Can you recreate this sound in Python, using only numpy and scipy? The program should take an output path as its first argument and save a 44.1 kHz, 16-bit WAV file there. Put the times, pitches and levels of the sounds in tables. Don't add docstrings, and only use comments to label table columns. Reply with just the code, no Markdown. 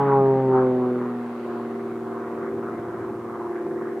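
import sys
import numpy as np
from scipy import signal
from scipy.fft import rfft, irfft
from scipy.io import wavfile
from scipy.ndimage import uniform_filter1d, map_coordinates

SR = 44100
rng = np.random.default_rng(int(sys.argv[2]) if len(sys.argv) > 2 else 0)


def attenuation_scalar(level_db):
    decades = np.asarray(level_db, float) / 20
    return 10 ** decades


def to_wav(sig):
    pcm = np.clip(np.atleast_2d(sig), -1, 1) * 32767
    pcm = np.round(pcm).astype(np.int16)
    wavfile.write(sys.argv[1], SR, pcm.T)


N = 176400

# start_s, thump_db, drone_db
BEAM = [
    (0, -27.5, -30.5),
    (.4, -28, -26.5),
    (.62, -31.5, -23.5),
    (.85, -36.5, -24.5),
    (1.05, -42.5, -27.5),
    (1.4, -52.5, -34.5),
    (2.2, -50.5, -37),
    (3.1, -50, -42),
    (4, -56, -43),
]
# pitch_hz, likeness (1 = identical)
ALIKE = [(60, 1), (125, .9998), (300, .9988), (600, .965), (1200, .92), (2000, .5), (3500, .25)]


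def unit(x):
    return x / np.sqrt(np.mean(x ** 2) + 1e-20)


def along(points, hz):
    f, v = np.transpose(points)
    return np.interp(np.log(hz + 1), np.log(f + 1), v)


def curves(rows):
    s, *columns = np.transpose(rows)
    return [np.interp(np.arange(N) / SR, s, column) for column in columns]


def wobble(rate):
    knots = rng.standard_normal(400)
    places = np.arange(0, N, 16) * rate / SR
    return map_coordinates(knots, [places]).repeat(16)[:N]


def eddies(hz, t):
    # start_s (its centre), gain_db, half_length_s, best_focused_hz
    lenses = [(.14, 7, .045, 1100), (.565, 13, .04, 1150), (.63, 8, .04, 1400), (.86, 6, .05, 1150),
              (1.04, 6, .05, 1100), (1.56, 7, .05, 1050), (2.18, 5, .1, 1200), (2.44, 8, .045, 1400),
              (2.67, 9, .05, 1250), (2.95, 6, .11, 1400), (3.33, 8, .05, 1200), (3.47, 6, .06, 1050),
              (3.57, 7, .04, 1950), (3.82, 7, .07, 1500)]
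    width_octaves = .42
    gain_db = 0
    for s, db, half_s, best_hz in lenses:
        passing = ((t - s) / half_s) ** 2
        off_pitch = (np.log2((hz + 1) / best_hz) / width_octaves) ** 2
        gain_db = gain_db + db * np.exp(-.5 * passing - .5 * off_pitch)
    return gain_db


def focus_db(hz):
    return eddies(hz, np.arange(0, N, 64) / SR).repeat(64)[:N]


def tone(turns, hz, db, twinkle_db, drift, flicker=6):
    apart = np.arccos(np.clip(along(ALIKE, hz), -1, 1)) / 2 * wobble(rate=5.1)
    phase = 2 * np.pi * turns + drift * hz / 400 * wobble(rate=6)
    level = np.sqrt(2) * attenuation_scalar(db + twinkle_db * wobble(rate=flicker))
    return level * np.cos(phase + [apart, -apart])


def propeller(turns):
    # start_s, level_db
    disc = [
        (0, -25),
        (.13, -19.5),
        (.3, -17.5),
        (.42, -24),
        (.55, -16.5),
        (.7, -21.5),
        (.87, -22.5),
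        (1.06, -30),
        (1.18, -46),
        (4, -70),
    ]
    # multiple of the blade rate, level_db under the disc, share of the eddies' focus
    overtones = [(4, -12, 0.65), (5, -14.5, 1.4), (6, -7.5, 1.3), (7, -8, 0.7), (8, -13, 0.69),
                 (9, -16, 0.52), (10, -23.5, 1), (11, -31.5, 0.37), (12, -38, 0.55)]
    pulse_lag = .2
    dull_db_per_s = 8
    thump_db, drone_db = curves(BEAM)
    disc_db, = curves(disc)
    out = tone(turns - pulse_lag, 125, thump_db, twinkle_db=1.65, drift=.2)
    out += tone(2 * turns, 250, drone_db, twinkle_db=0.96, drift=0.089)
    out += tone(3 * turns - pulse_lag, 375, disc_db, twinkle_db=.3, drift=.2)
    mean_db = uniform_filter1d(disc_db, size=SR // 3, mode="nearest")
    t = np.arange(N) / SR
    for k, db, share in overtones:
        level_db = db + mean_db + share * focus_db(130 * k) - dull_db_per_s * (k - 4) * t
        lagging = round(k) * turns - pulse_lag * (k - 2)
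        out += tone(lagging, 125 * k, level_db, twinkle_db=.8 + .35 * k, drift=.45, flicker=14)
    return out


def exhaust(cycles, cycle_hz):
    # start_s, level_db
    facing = [(0, -22.5), (.4, -8), (.8, -1.5), (1.3, -6.5), (1.55, -3), (2, -4.5), (2.6, -1.5), (3.2, -6),
              (3.5, -4), (3.75, -0.5), (4, -4.5)]
    # order of the engine cycle, level_db
    orders = [(8, -54), (9, -59.5), (10, -55), (11, -52), (14, -83.5), (15, -52.5), (16, -41.5),
              (17, -39.5), (18, -33.5), (19, -40), (20, -33), (21, -48), (23, -51), (24, -48), (25, -64),
              (26, -44.5), (27, -49.5), (28, -55.5), (29, -62), (30, -49.5), (32, -61), (35, -55),
              (36, -42.5), (37, -64.5), (38, -49), (42, -61), (44, -55), (48, -65), (54, -55.5), (60, -63)]
    # pitch_hz, level_db
    ground = [(380, 0), (405, 0), (432, -21.5), (460, 6), (500, -0.5)]
    far_pipe = (16, 17, 21, 28, 32)
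    far_lag, muffler_order = .36, 22
    out = 0
    for k, db in orders:
        lead = far_lag * (round(k) not in far_pipe) + (k > muffler_order) / 4
        bounce_db = along(ground, k * cycle_hz[::64]).repeat(64)[:N]
        level_db = db + bounce_db + 0.4 * focus_db(20 * k)
        out += tone(round(k) * cycles + lead, 20 * k, level_db, twinkle_db=2.1, drift=.27)
    return attenuation_scalar(curves(facing)[0]) * out


def rush(spectrum, alike, patchy_db, focused=0):
    f, t, z = signal.stft(rng.standard_normal((2, N)), SR, nperseg=512)
    field = uniform_filter1d(rng.standard_normal(z.shape[1:]), size=4, axis=0)
    field = uniform_filter1d(field, size=16, axis=1)
    gain_db = patchy_db * unit(field) + focused * eddies(f[:, None], t)
    pair = signal.istft(z * attenuation_scalar(gain_db), nperseg=512)[1][:, :N]
    hz = np.fft.rfftfreq(N, 1 / SR)
    turn = np.arccos(np.clip(along(alike, hz), -1, 1)) / 2
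    closed = [(spectrum[0][0] / 2, -120), *spectrum, (2 * spectrum[-1][0], -120)]
    shaped = rfft(pair) * attenuation_scalar(along(closed, hz))
    mid, side = irfft(shaped * [np.cos(turn), np.sin(turn)], N)
    return unit(np.array([mid + side, mid - side]))


def exhaust_roar(turns):
    # start_s, level_db
    still = [(0, -31), (.35, -37), (.75, -38.5), (1.25, -39), (2, -40.5), (3, -40), (4, -42.5)]
    # pitch_hz, level_db per Hz
    colour = [(500, -5.5), (800, -0.5), (1100, 1), (1600, -7), (1750, -10.5), (2100, -13), (2600, -24.5),
              (4000, -32.5)]
    firing = 0.33 * np.cos(2 * np.pi * turns)
    cycle = 0.1 * np.cos(2 * np.pi * turns / 6)
    puffs = unit(1 + firing + cycle)
    level = attenuation_scalar(curves(still)[0] + .6 * wobble(rate=11))
    return level * puffs * rush(colour, ALIKE, patchy_db=1.6, focused=1)


def prop_wash():
    # pitch_hz, level_db per Hz
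    colour = [(25, -19.5), (60, -14), (105, -2), (200, 1.5), (380, 6), (430, -1), (700, -8), (1200, -35)]
    thump_db = curves(BEAM)[0]
    level_db = -42.5 + 0.25 * (thump_db + 53.5) + 3.3 * wobble(rate=1.8)
    return attenuation_scalar(level_db) * rush(colour, ALIKE, patchy_db=1.5)


def throb():
    # pitch_hz, level_db per Hz
    colour = [(140, -21), (185, -4.5), (225, -5.5), (280, -21)]
    level_db = -10 + curves(BEAM)[0] + 3 * wobble(rate=7)
    return attenuation_scalar(level_db) * rush(colour, ALIKE, patchy_db=1.5)


def slipstream_fizz():
    # start_s, level_db
    slip = [(0, -64.5), (.8, -63), (1.15, -66.5), (1.45, -59.5), (2, -70), (4, -88)]
    # pitch_hz, level_db per Hz
    colour = [(1800, -11.5), (2600, 2.5), (3600, -7.5), (4600, -6.5), (5500, -29)]
    return attenuation_scalar(curves(slip)[0]) * rush(colour, ALIKE, patchy_db=0.1)


def scene():
    # start_s, pitch_hz (blade rate)
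    pitch = [(0, 140.6), (.15, 137), (.4, 132.3), (.7, 127), (1, 122.6), (1.25, 119.9), (1.5, 118.2),
             (1.8, 117.2), (2.15, 116.45), (2.8, 116.25), (3.5, 116.3), (4, 116.8)]
    blade_hz = curves(pitch)[0]
    turns = .33 + np.cumsum(blade_hz) / SR
    tones = propeller(turns) + exhaust(turns / 6, blade_hz / 6)
    return tones + exhaust_roar(turns) + prop_wash() + throb() + slipstream_fizz()


def camera_hiss():
    # pitch_hz, level_db per Hz
    colour = [(300, 11.5), (3000, 3.5), (6000, 2), (10000, 0), (15500, -3.5)]
    duck_db = .08
    level_db = -63 - duck_db * (curves(BEAM)[0] + 46)
    port_gain = attenuation_scalar([[.15], [-.15]])
    return port_gain * attenuation_scalar(level_db) * rush(colour, [(1000, .22), (15000, 0.14)], patchy_db=0.3)


def low_pass(x):
    return signal.sosfilt(signal.butter(12, 15770, fs=SR, output="sos"), x)


def record(dry):
    rise_s, rise_from = .002, .35
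    fade_in = np.minimum(rise_from + np.arange(N) / SR / rise_s, 1)
    return low_pass(fade_in * dry + camera_hiss())


dry = scene()
out = record(dry)
to_wav(out)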